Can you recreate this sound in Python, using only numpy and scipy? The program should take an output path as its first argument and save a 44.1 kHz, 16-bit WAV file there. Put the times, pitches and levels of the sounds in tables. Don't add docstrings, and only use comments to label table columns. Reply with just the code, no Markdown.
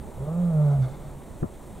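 import sys
import numpy as np
from scipy import signal
from scipy.fft import rfft, irfft
from scipy.io import wavfile
from scipy.ndimage import uniform_filter1d

SR = 44100
rng = np.random.default_rng(int(sys.argv[2]) if len(sys.argv) > 2 else 0)


def inscribe(sig):
    pcm = np.round(np.clip(np.atleast_2d(sig).T, -1, 1) * 32767)
    wavfile.write(sys.argv[1], SR, pcm.astype(np.int16))


def gain_from_db(level_db):
    decades = np.asarray(level_db, float) / 20
    return 10 ** decades


N = 79380
T = np.arange(N) / SR
RATTLE_S = 1.429

# (frequency [Hz], width [Hz], level [dB])
THROAT = [(433, 247, -7), (608.4, 107, 0.5), (827, 180, -21.5), (1180, 123, -16), (1367, 78, -20)]


def evened(x):
    return x / np.sqrt(np.mean(x ** 2) + 1e-20)


def read(points, hz):
    f, value = np.transpose(points)
    return np.interp(np.log(hz + 1), np.log(f + 1), value)


def curve(points):
    return np.interp(T, *np.transpose(points))


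def hump(s, length):
    return np.exp(-.5 * ((T - s) / length) ** 2)


def wander(span):
    return evened(uniform_filter1d(uniform_filter1d(rng.standard_normal(N), span), span))


def resonance_gain(hz, peaks):
    return sum(gain_from_db(db) / (1 + (2 * (hz - f) / width) ** 2) for f, width, db in peaks)


def coloured(x, peaks):
    gain = resonance_gain(np.fft.rfftfreq(N, 1 / SR), peaks)
    return evened(irfft(rfft(x) * gain, N))


def port_turn(hz):
    # (frequency [Hz], left port's lead [rad])
    lead = [(30, 0), (150, 0.06), (700, 0.7), (1460, 0.4), (3000, 0.2), (9000, 0.1), (12000, 1)]
    # (frequency [Hz], left minus right [dB])
    lean = [(60, -1), (200, -2.67), (700, -0.4), (1290, 2), (2400, 1.5), (4400, -0.5)]
    return np.exp(.5j * read(lead, hz)) * gain_from_db(read(lean, hz) / 2)


def ports(x):
    turn = port_turn(np.fft.rfftfreq(N, 1 / SR))
    return irfft(rfft(x) * np.array([turn, 1 / turn]), N)


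def bed(spectrum, level_db, low_hz, high_hz, swell_db):
    # (frequency [Hz], left-right likeness [0-1])
    likeness = [(30, 0.6), (80, 0.85), (300, 0.88), (640, 1), (1400, 1), (2200, 0.97), (3500, 0.98),
                (6000, 1), (8500, 0.83), (12000, 0.069)]
    patch_db, flicker_db = 0.77, 0.5
    frames, hz = N // 256 + 5, np.fft.rfftfreq(1024, 1 / SR)
    a, b, c, d, patches = rng.standard_normal((frames, 513, 5)).T
    patches = evened(uniform_filter1d(uniform_filter1d(patches, size=8, axis=0), size=8, axis=1))
    flicker = evened(uniform_filter1d(rng.standard_normal(frames), size=2))

    same = np.clip(read(likeness, hz), -1, 1)[:, None]
    left = a + 1j * b
    right = same * left + np.sqrt(1 - same ** 2) * (c + 1j * d)
    turn = port_turn(hz)[:, None]
    z = np.array([left * turn, right / turn])

    level = read(spectrum, hz)[:, None] + patch_db * patches + flicker_db * flicker
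    band = ((hz > low_hz) & (hz <= high_hz))[:, None]
    noise = signal.istft(z * gain_from_db(level) * band, nperseg=1024, noverlap=768)[1][:, :N]
    return gain_from_db(level_db + swell_db) * evened(noise)


def wind():
    # (frequency [Hz], density [dB per Hz])
    blow = [(15, -1), (32, 9.5), (60, -7), (110, -11), (180, -3.5), (300, -25.5)]
    # (time [s], level [dB])
    strength = [(0, 5.5), (.2, 4.5), (.3, 3), (.7, -1), (.8, 6.5), (1.0, 2.5), (1.25, 1.5), (1.6, 0),
                (1.72, 6), (1.8, 1)]
    return bed(blow, -45, 12, 300, curve(strength) + 1.54 * wander(1500))


def wash():
    # (frequency [Hz], density [dB per Hz])
    spectrum = [(110, -32), (180, -5.5), (393, -4), (415, -7.5), (605, -6.5), (723, -11), (889, -11),
                (1700, -28), (2210, -56), (3740, -120)]
    return bed(spectrum, -46.5, 170, 1600, 2 - 1.5 * T)


def hiss():
    # (frequency [Hz], density [dB per Hz])
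    spectrum = [(1500, -4), (1900, -2.5), (2820, -9.5), (3700, -8), (5000, -16), (8400, -5), (11000, -10.5),
                (15800, -12)]
    return bed(spectrum, -58, 1600, 15800, 0)


def air():
    lean_db = -1.0
    return (wind() + wash()) * gain_from_db(lean_db * np.array([[.5], [-.5]])) + hiss()


def chest_tone(angle, effort_db):
    # (time [s], length [s], depth [0-1], strong-weak pulses [0-1])
    catches = [
        (.257, .012, .6, 0),
        (.78, .013, .38, .2),
    ]
    grip = 1 - sum(hump(s, n) * (deep + sub * np.cos(angle / 2)) for s, n, deep, sub in catches)
    level_db = uniform_filter1d(effort_db, size=600) + 0.53 * wander(400)
    return np.sqrt(2) * gain_from_db(level_db) * grip * np.sin(angle)


def throat_partials(hz, angle, stretch):
    shimmer_db, loosen_s, loosen_len_s = 1.2, .76, .012
    smear = .16 + .4 * np.maximum(T - .4, 0)
    partials = np.zeros(N)
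    for k in range(3, 12):
        gain = resonance_gain(k * hz / stretch, THROAT) * gain_from_db(shimmer_db * wander(500))
        blur = smear * np.sqrt(max(k - 4, 0)) * 2 * wander(350)
        partials += gain * np.sin(k * angle + blur + 2 * np.pi * rng.random())
    return partials * (0.24 + 0.82 / (1 + np.exp((T - loosen_s) / loosen_len_s)))


def throat_breath(angle):
    return coloured((1 + 0.81 * np.cos(angle)) * rng.standard_normal(N), THROAT)


def closing_rasp():
    # (time [s], length [s], level [dB])
    puffs = [
        (.66, .04, -59),
        (.725, .02, -55),
        (.838, .014, -47.5),
        (.885, .016, -55),
        (.93, .03, -57),
        (1.04, .06, -61),
    ]
    # (frequency [Hz], width [Hz], level [dB])
    rasp = [(766, 210, 16), (1330, 370, 9.5), (2140, 180, 3), (3570, 440, -1), (4440, 660, -9.5),
            (6050, 1500, -11)]
    level = sum(gain_from_db(db) * hump(s, n) for s, n, db in puffs)
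    return level * gain_from_db(2.5 + 1.9 * wander(300)) * coloured(rng.standard_normal(N), rasp)


def lion():
    # (time [s], pitch [Hz])
    pitch = [(.18, 123.1), (.29, 155.8), (.36, 172.5), (.42, 178), (.49, 170.5), (.54, 156), (.64, 146.5),
             (.75, 140.5), (.84, 128.6)]
    # (time [s], chest tone [dB])
    effort = [(.17, -44), (.225, -28.5), (.35, -28.5), (.39, -23.5), (.52, -23.5), (.58, -19), (.825, -20),
              (.865, -28.5), (.895, -41.5)]
    # (time [s], mouth opening [dB], throat stretch [factor])
    mouth = [(.16, -8.5, 0.72), (0.226, 0.5, 0.73), (0.289, 2, 0.94), (.4, -0.5, 0.99), (.5, 0, 0.98),
             (.6, 1, 1.0), (.715, 3, 1.04), (.75, -0.5, 1.18), (0.859, -0.5, 1.1)]
    hz = uniform_filter1d(curve(pitch), size=1300) * (1 + 0.0062 * wander(250))
    angle = 2 * np.pi * np.cumsum(hz) / SR
    when, open_db, stretch = np.transpose(mouth)
    open_db, stretch = np.interp(T, when, open_db), np.interp(T, when, stretch)

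    chest = chest_tone(angle, curve(effort))
    partials = gain_from_db(-40.5) * np.sqrt(2) * throat_partials(hz, angle, stretch)
    breath = gain_from_db(-46.5) * throat_breath(angle)
    on = (T > effort[0][0]) * np.clip(1 - (T - effort[-1][0]) / .02, 0, 1)
    return on * (chest + gain_from_db(open_db) * (partials + breath)) + closing_rasp()


def bush(x):
    t60_s = .9
    t = np.arange(SR) / SR
    hits = rng.choice([-1., 1.], (2, SR)) * (rng.random((2, SR)) < .04)
    taps = hits * gain_from_db(-60 * t / t60_s) * (t > .02)
    taps = 0.23 * taps[:1] + .5 * taps
    return signal.fftconvolve(x[None], taps / np.linalg.norm(taps[0]), axes=1)[:, :N]


def slope_echoes():
    # (time [s], length [s], level [dB], frequency [Hz])
    echoes = [
        (.93, .018, -42, 146),
        (1.009, 0.0077, -40, 145),
        (1.065, 0.013, -37, 144),
        (1.163, .025, -41.5, 141),
    ]
    return sum(np.sqrt(2) * gain_from_db(db) * hump(s, n) * np.sin(2 * np.pi * f * T) for s, n, db, f in echoes)


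def knocks():
    # (time [s], peak [dB], ring [Hz], left minus right [dB])
    hits = [
        (1.4185, -29, 110, 0),
        (1.4260, -14.5, 140, 1),
        (1.4292, -35, 1300, 0),
        (1.4298, -16, 310, 1),
        (1.4302, -25, 640, 0),
        (1.4385, -24, 330, 6),
        (1.4408, -19, 200, 13),
        (1.4535, -25, 95, 0),
    ]
    cycles, right_lag_s = 1.3, .0006
    out = np.zeros((2, N))
    for s, db, hz, lean_db in hits:
        u = np.maximum(T - s - right_lag_s * np.array([[0], [1]]), 0) * hz
        ring = np.sin(2 * np.pi * u) * np.minimum(u / 0.25, 1) * np.exp(-(u / cycles) ** 2)
        out += ring * gain_from_db(db + lean_db * np.array([[.5], [-.5]]))
    return out


def rattle():
    split_hz, top_hz, t60_s = 600, 1300, .13
    low_band = signal.butter(2, [220, split_hz], "band", fs=SR, output="sos")
    top_band = signal.butter(3, [split_hz, top_hz], "band", fs=SR, output="sos")
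    low = signal.sosfilt(low_band, rng.standard_normal((2, N)))
    top = signal.sosfilt(top_band, rng.standard_normal((2, N)))
    noise = evened(low) + gain_from_db(-8) * evened(top)
    noise = noise - .15 * noise[::-1]
    u = np.maximum(T - RATTLE_S, 0)
    return gain_from_db(-27 - 60 * u / t60_s) * np.minimum(u / 0.0046, 1) * evened(noise)


def bump():
    push = gain_from_db(-30) * hump(1.414, .005)
    body = signal.butter(4, 1700, fs=SR, output="sos")
    return signal.sosfilt(body, knocks() - push + rattle())


def scene():
    bush_db = -19
    voice = lion()
    return air() + ports(voice + slope_echoes()) + gain_from_db(bush_db) * bush(voice) + bump()


def band_limit(x):
    return signal.sosfilt(signal.butter(12, 16130, fs=SR, output="sos"), x)


def record(dry):
    duck_db, recover_s = -5.5, 0.038
    u = T - RATTLE_S
    dip = (u > 0) * np.exp(-np.maximum(u, 0) / recover_s) * np.clip(u / .01, 0, 1)
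    return band_limit(dry * gain_from_db(duck_db * dip))


dry = scene()
out = record(dry)
inscribe(out)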